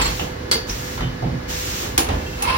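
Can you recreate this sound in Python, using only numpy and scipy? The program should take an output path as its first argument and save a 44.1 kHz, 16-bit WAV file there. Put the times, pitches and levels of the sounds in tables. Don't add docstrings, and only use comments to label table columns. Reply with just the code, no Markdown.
import sys
import numpy as np
from scipy import signal
from scipy.fft import rfft, irfft, next_fast_len
from scipy.io import wavfile

SR = 44100
rng = np.random.default_rng(int(sys.argv[2]) if len(sys.argv) > 2 else 0)


def dump_mix(stems):
    frames = np.atleast_2d(stems).T
    limited = np.clip(frames, -1, 1)
    pcm = np.round(limited * 32767).astype(np.int16)
    wavfile.write(sys.argv[1], SR, pcm)


N = 113337

# (time [s], whine pitch [Hz], level [dB])
ARM_SLOWING = [(0, 1010, -27.5), (.03, 994, -35.5), (.07, 897, -37), (.12, 786, -46.5), (.18, 603, -62.5)]
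ARM_SPEEDING = [(2.36, 600, -53), (2.411, 749.5, -35), (2.452, 900, -24), (2.469, 954, -25.5),
                (2.486, 1004, -17), (2.507, 1012, -17), (2.518, 1041, -22.5), (2.57, 1045, -20.5)]
# (pitch multiple, level [dB])
WHINE_TONES = [(1, -0.5), (2.12, -21), (2.61, -14)]
# (frequency [Hz], level [dB])
ROLLING_COLOUR = [(30, -17), (50, 9.5), (110, 1), (300, -7), (650, -5), (1100, 0.5), (1650, -6.5),
                  (2500, -4.5), (3600, -10), (4500, -10), (6500, -25.5), (9200, -12), (15000, -33)]
# (pitch [Hz], width [Hz], level [dB])
HOUSING_TONES = [(885, 50, -2.5), (1085, 90, -1.5), (1394, 70, -8.5), (1666, 45, -9.5), (2157, 50, -3.5),
                 (2623, 70, 0.5), (3190, 90, -8.5), (3510, 85, -13), (4270, 130, -10.5), (4820, 150, -10.5),
                 (5300, 150, -10)]
# (time [s], level [dB], tilt [dB/octave], peak [Hz], peak
# boost [dB], fade time [s])
CLACK_HITS = [(.016, -23, -1.5, 4300, 9, 0.37), (.058, -29, -2, 3300, 8, .2),
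              (0.1956, -23.5, -4, 2930, 17.5, 0.22), (0.5134, -17, 2, 4700, 8, 0.27),
              (.528, -23, -1, 3460, 6.5, 0.32), (.695, -25, -2.5, 5720, 17.5, 0.23),
              (.978, -30, -2.5, 1400, 10, .45), (1.008, -28, -4, 1900, 10, 0.26),
              (1.224, -27, -8.5, 760, 19, 0.32), (1.9781, -12, 2.4, 9300, 7, .25),
              (2.068, -31, -4, 1900, 6, .3), (2.088, -26.5, -3, 2520, 2, 0.35),
              (2.423, -19, 5, 9100, 11, 0.16)]
# (frequency [Hz], level [dB])
CLACK_COLOUR = [(100, -23), (380, 1.5), (700, 4), (1300, 3), (2100, 1), (3500, -0.5), (6500, -2),
                (8000, -6.5), (11000, -3.5), (15500, -16)]
# (pitch [Hz], level [dB], fade time [s])
STEEL_TONES = [(345, -8.5, 0.26), (990, -11, 0.24), (1464, -14, 0.29), (2094, -3, .22), (2960, -14, .31),
               (3359, -3, 0.14), (3870, -10, 0.23), (4467, -1, .31), (4576, -3, .36), (4700, -4, .29),
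               (4888, -8, .27), (7830, 9, 0.094)]
# (time [s], level [dB], pitch multiple)
STEEL_HITS = [(.016, -29, .948), (.056, -31, .948), (.514, -19, 1.0)]
# (time [s], rattle [dB], rattle tilt [dB/octave], boom [Hz], boom [dB], rattle fade time [s])
THUD_HITS = [(0, -26, 1, 50, -25, 0.37), (.07, -28, 1, 49.7, -21, .38), (.2, -24.5, 1.5, 80, -34, 0.46),
             (.548, -26.5, 2.5, 450, -23.5, 0.25), (.7, -32, 10, 50.3, -22.5, .5),
             (1.0, -27, 3, 50, -23.5, .45), (1.228, -21, -2, 105, -28, 0.51),
             (1.29, -29, -3, 319.5, -35.5, 0.4), (1.49, -31, 2, 70, -37, .4),
             (1.82, -27.5, 3, 70, -45.5, 0.55), (1.976, -18.5, 4, 336.8, -22, 0.45),
             (2.085, -19.5, 1.5, 82.1, -18.5, .6), (2.125, -25.5, -1, 52.5, -23, .5)]
# (frequency [Hz], level [dB])
PANEL_COLOUR = [(35, -23), (70, -9), (150, 3), (330, -1.5), (560, -8), (800, -3.5), (1300, -19.5),
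                (3000, -21.5), (8000, -54)]
# (pitch [Hz], level [dB])
MAGAZINE_TONES = [(126, 0), (165, -9), (252, -11)]
# (time [s], level [dB])
MAGAZINE_LOAD = [(.995, -55), (1.025, -23), (1.08, -26), (1.11, -32), (1.21, -35), (1.24, -24), (1.31, -27),
                 (1.365, -25), (1.42, -42)]
# (time [s], length [s], level [dB], level change [dB/s], fade time [s])
AIR_PUFFS = [(0, 0.23, -27, -23, 0.43), (0.662, 0.29, -33, -1.5, 0.4), (1.476, 0.36, -27.5, 1.5, 0.54),
             (2.106, 0.35, -41, 7, .4)]
# (frequency [Hz], level [dB])
AIR_COLOUR = [(500, -17), (1500, -1.5), (2600, 0.5), (4200, -1), (6500, 0.5), (8000, 0.5), (9500, -16.5),
              (12000, -1), (14500, -8.5), (16000, -12.5)]
# (time [s], level [dB], pitch [Hz], fade time [s])
TICK_HITS = [(1.022, -34.5, 3040, .45), (2.213, -39, 2650, .12), (2.263, -34, 2700, .16),
             (2.329, -35.5, 2676, 0.18)]
# (pitch multiple, level [dB])
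TICK_TONES = [(1, -0.5), (1.025, -8), (1.18, -6.5)]
# (pitch [Hz], level [dB])
HUM_TONES = [(48, -45), (70, -41), (123.8, -45.5), (252, -44), (500.6, -41), (1696, -48.5), (2078, -52.5),
             (2929, -56)]
# (frequency [Hz], level [dB])
FAN_COLOUR = [(22, -29), (45, 1), (70, 2.5), (130, -0.5), (200, -7), (400, -7), (620, -11.5), (1200, -15),
              (1750, -14.5), (3000, -24), (4500, -23), (8000, -33.5), (13000, -36.5), (16000, -43)]
# (frequency [Hz], side level over middle [dB])
STEREO_WIDTH = [(30, -40), (125, -27), (250, -13.5), (450, -2.5), (700, 6.5), (1100, 2), (4000, 0.5),
                (4900, 2.5), (5600, -0.5), (7000, 5), (8300, 28), (10200, 51), (12500, 6.5), (14500, 1),
                (15500, -17)]
# (frequency [Hz], left level over right [dB])
STEREO_BALANCE = [(50, 0.6), (125, -2.5), (300, -4.5), (600, -4.5), (1000, -5.5), (1800, 1.5), (4000, -1.5)]

HIT_SIZE = 32768


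def arm(t, swing, rolling_db, housing_db, housing_tilt_db):
    roughness, flutter_hz, pan_db = .9, 130, -5
    times, pitches, levels = np.array(swing).T
    gain = undb(np.interp(t, times, levels, left=-120)) * fade(t - times[-1], t60=.2)
    cycles = np.cumsum(np.interp(t, times, pitches)) / SR
    whine = sum(undb(db) * tone(k * cycles, flutter(roughness * k, flutter_hz * k))
                for k, db in WHINE_TONES)
    whine = cabin_echo(gain * whine) * undb(np.array([[pan_db], [-pan_db]]) / 2)
    lowest_hz = HOUSING_TONES[0][0]
    housing = sum(undb(db + housing_tilt_db * np.log2(hz / lowest_hz)) * tone(hz * t, waver(width))
                  for hz, width, db in HOUSING_TONES)
    shaking = gain.max() * (gain / gain.max()) ** .7
    rolling = undb(rolling_db) * long_noise(ROLLING_COLOUR)
    return whine + shaking * (rolling + undb(housing_db) * housing)


def clacks(t):
    crack_s, bounce_s = .0024, .004
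    crack = undb(5.5) * np.exp(-t / crack_s)
    bounce = undb(-2) * (t > bounce_s) * np.exp(-np.abs(t - bounce_s) / crack_s)
    out = np.zeros((2, N))
    for start, db, tilt_db, peak_hz, boost_db, t60 in CLACK_HITS:
        gain = undb(db) * np.hypot(crack + bounce, fade(t, t60))
        add(out, start, gain * noise(CLACK_COLOUR, HIT_SIZE, tilt_db, peak_hz, boost_db))
    return out


def steel_rings(t):
    out = np.zeros((2, N))
    for start, hit_db, k in STEEL_HITS:
        for hz, db, t60 in STEEL_TONES:
            chatter = flutter(depth=.85, rate_hz=89.5)[:, :HIT_SIZE]
            ring = tone(k * hz * t + rng.random(), chatter)
            add(out, start, undb(hit_db + db) * fade(t, t60) * ring)
    return out


def thuds(t):
    rise = np.minimum(t / .012, 1)
    out = np.zeros((2, N))
    for start, rattle_db, tilt_db, boom_hz, boom_db, t60 in THUD_HITS:
        rattle = undb(rattle_db) * fade(t, t60) * noise(PANEL_COLOUR, HIT_SIZE, tilt_db)
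        boom = undb(boom_db) * fade(t, .78 * t60) * tone(boom_hz * t)
        add(out, start, rise * (rattle + boom))
    return out


def magazine(t):
    times, levels = np.array(MAGAZINE_LOAD).T
    load = undb(np.interp(t, times, levels, left=-120, right=-120))
    drone = sum(undb(db) * tone(hz * t, flutter(depth=.5, rate_hz=30)) for hz, db in MAGAZINE_TONES)
    return load * drone


def air_hiss(t):
    power = 0
    for start, length, db, db_per_s, t60 in AIR_PUFFS:
        age = t - start
        opening = np.clip(age / .025, 0, 1)
        flow = opening * undb(db + db_per_s * np.clip(age, 0, length)) * fade(age - length, t60)
        power += flow ** 2
    return np.sqrt(power) * long_noise(AIR_COLOUR)


def ticks(t):
    out = np.zeros((2, N))
    for start, hit_db, hz, t60 in TICK_HITS:
        ring = sum(undb(db) * tone(k * hz * t + rng.random()) for k, db in TICK_TONES)
        add(out, start, undb(hit_db) * fade(t, t60) * ring)
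    return out


def pumps_and_fans(t):
    hum = sum(undb(db) * tone(hz * t, 1 + .33 * waver(rate_hz=7.94)) for hz, db in HUM_TONES)
    return hum + undb(-30.5) * long_noise(FAN_COLOUR)


def cabin_echo(sound):
    echoes = rng.standard_normal((2, HIT_SIZE)) * fade(np.arange(HIT_SIZE) / SR, t60=.25)
    echoes /= np.sqrt(np.sum(echoes ** 2, axis=1, keepdims=True))
    echoed = signal.fftconvolve(sound, echoes, axes=1)[:, :N]
    echo_gain = undb(-5)
    return (sound + echo_gain * echoed) / np.hypot(1, echo_gain)


def undb(db):
    return 10 ** (np.asarray(db) / 20)


def curve(points, hz):
    frequencies, levels = np.array(points).T
    return np.interp(np.log(hz + 1), np.log(frequencies), levels)


def noise(colour, size, tilt_db=0, peak_hz=1000, boost_db=0, peak_octaves=.21):
    hz = np.fft.rfftfreq(size, 1 / SR)
    octaves = np.log2((hz + 20) / peak_hz)
    peak_db = boost_db / (1 + (octaves / peak_octaves) ** 2)
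    gain = undb(curve(colour, hz) + tilt_db * octaves + peak_db)
    gain /= np.sqrt(np.mean(gain ** 2))
    return irfft(rfft(rng.standard_normal((2, size))) * gain, size)


def long_noise(colour):
    return noise(colour, next_fast_len(N, True))[:, :N]


def waver(rate_hz):
    points = rng.standard_normal((2, 1024)) + 1j * rng.standard_normal((2, 1024))
    position = np.arange(N) / SR * rate_hz
    return np.array([np.interp(position, np.arange(len(p)), p) for p in points]) * np.sqrt(3) / 2


def flutter(depth, rate_hz):
    return (1 + depth * waver(rate_hz)) / np.hypot(1, depth)


def tone(cycles, drift=1):
    return np.sqrt(2) * np.imag(np.exp(2j * np.pi * cycles) * np.array([[1], [1j]]) * drift)


def fade(t, t60):
    return np.exp(-np.log(1000) * np.maximum(t, 0) / t60)


def add(out, start, sound):
    i = int(start * SR)
    out[:, i:i + HIT_SIZE] += sound[:, :max(N - i, 0)]


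def scene():
    t = np.arange(N) / SR
    hit_t = t[:HIT_SIZE]
    slowing = arm(t, ARM_SLOWING, rolling_db=9, housing_db=-6.5, housing_tilt_db=3)
    speeding = arm(t, ARM_SPEEDING, rolling_db=-3, housing_db=-12, housing_tilt_db=-.5)
    hits = clacks(hit_t) + steel_rings(hit_t) + thuds(hit_t) + ticks(hit_t)
    return slowing + speeding + hits + magazine(t) + air_hiss(t) + pumps_and_fans(t)


def record(dry):
    size = next_fast_len(N + 4096, True)
    hz = np.fft.rfftfreq(size, 1 / SR)
    left, right = rfft(dry, size)
    width = undb(curve(STEREO_WIDTH, hz))
    lean = undb(curve(STEREO_BALANCE, hz) / 2)
    mid, side = np.array([left + right, (left - right) * width]) / np.sqrt(2 * (1 + width ** 2))
    stereo = irfft(np.array([(mid + side) * lean, (mid - side) / lean]), size)[:, :N]
    treble_cut = signal.ellip(10, .2, 80, 15900, fs=SR, output="sos")
    return signal.sosfilt(treble_cut, np.clip(stereo, -1, 1))


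dry = scene()
out = record(dry)
dump_mix(out)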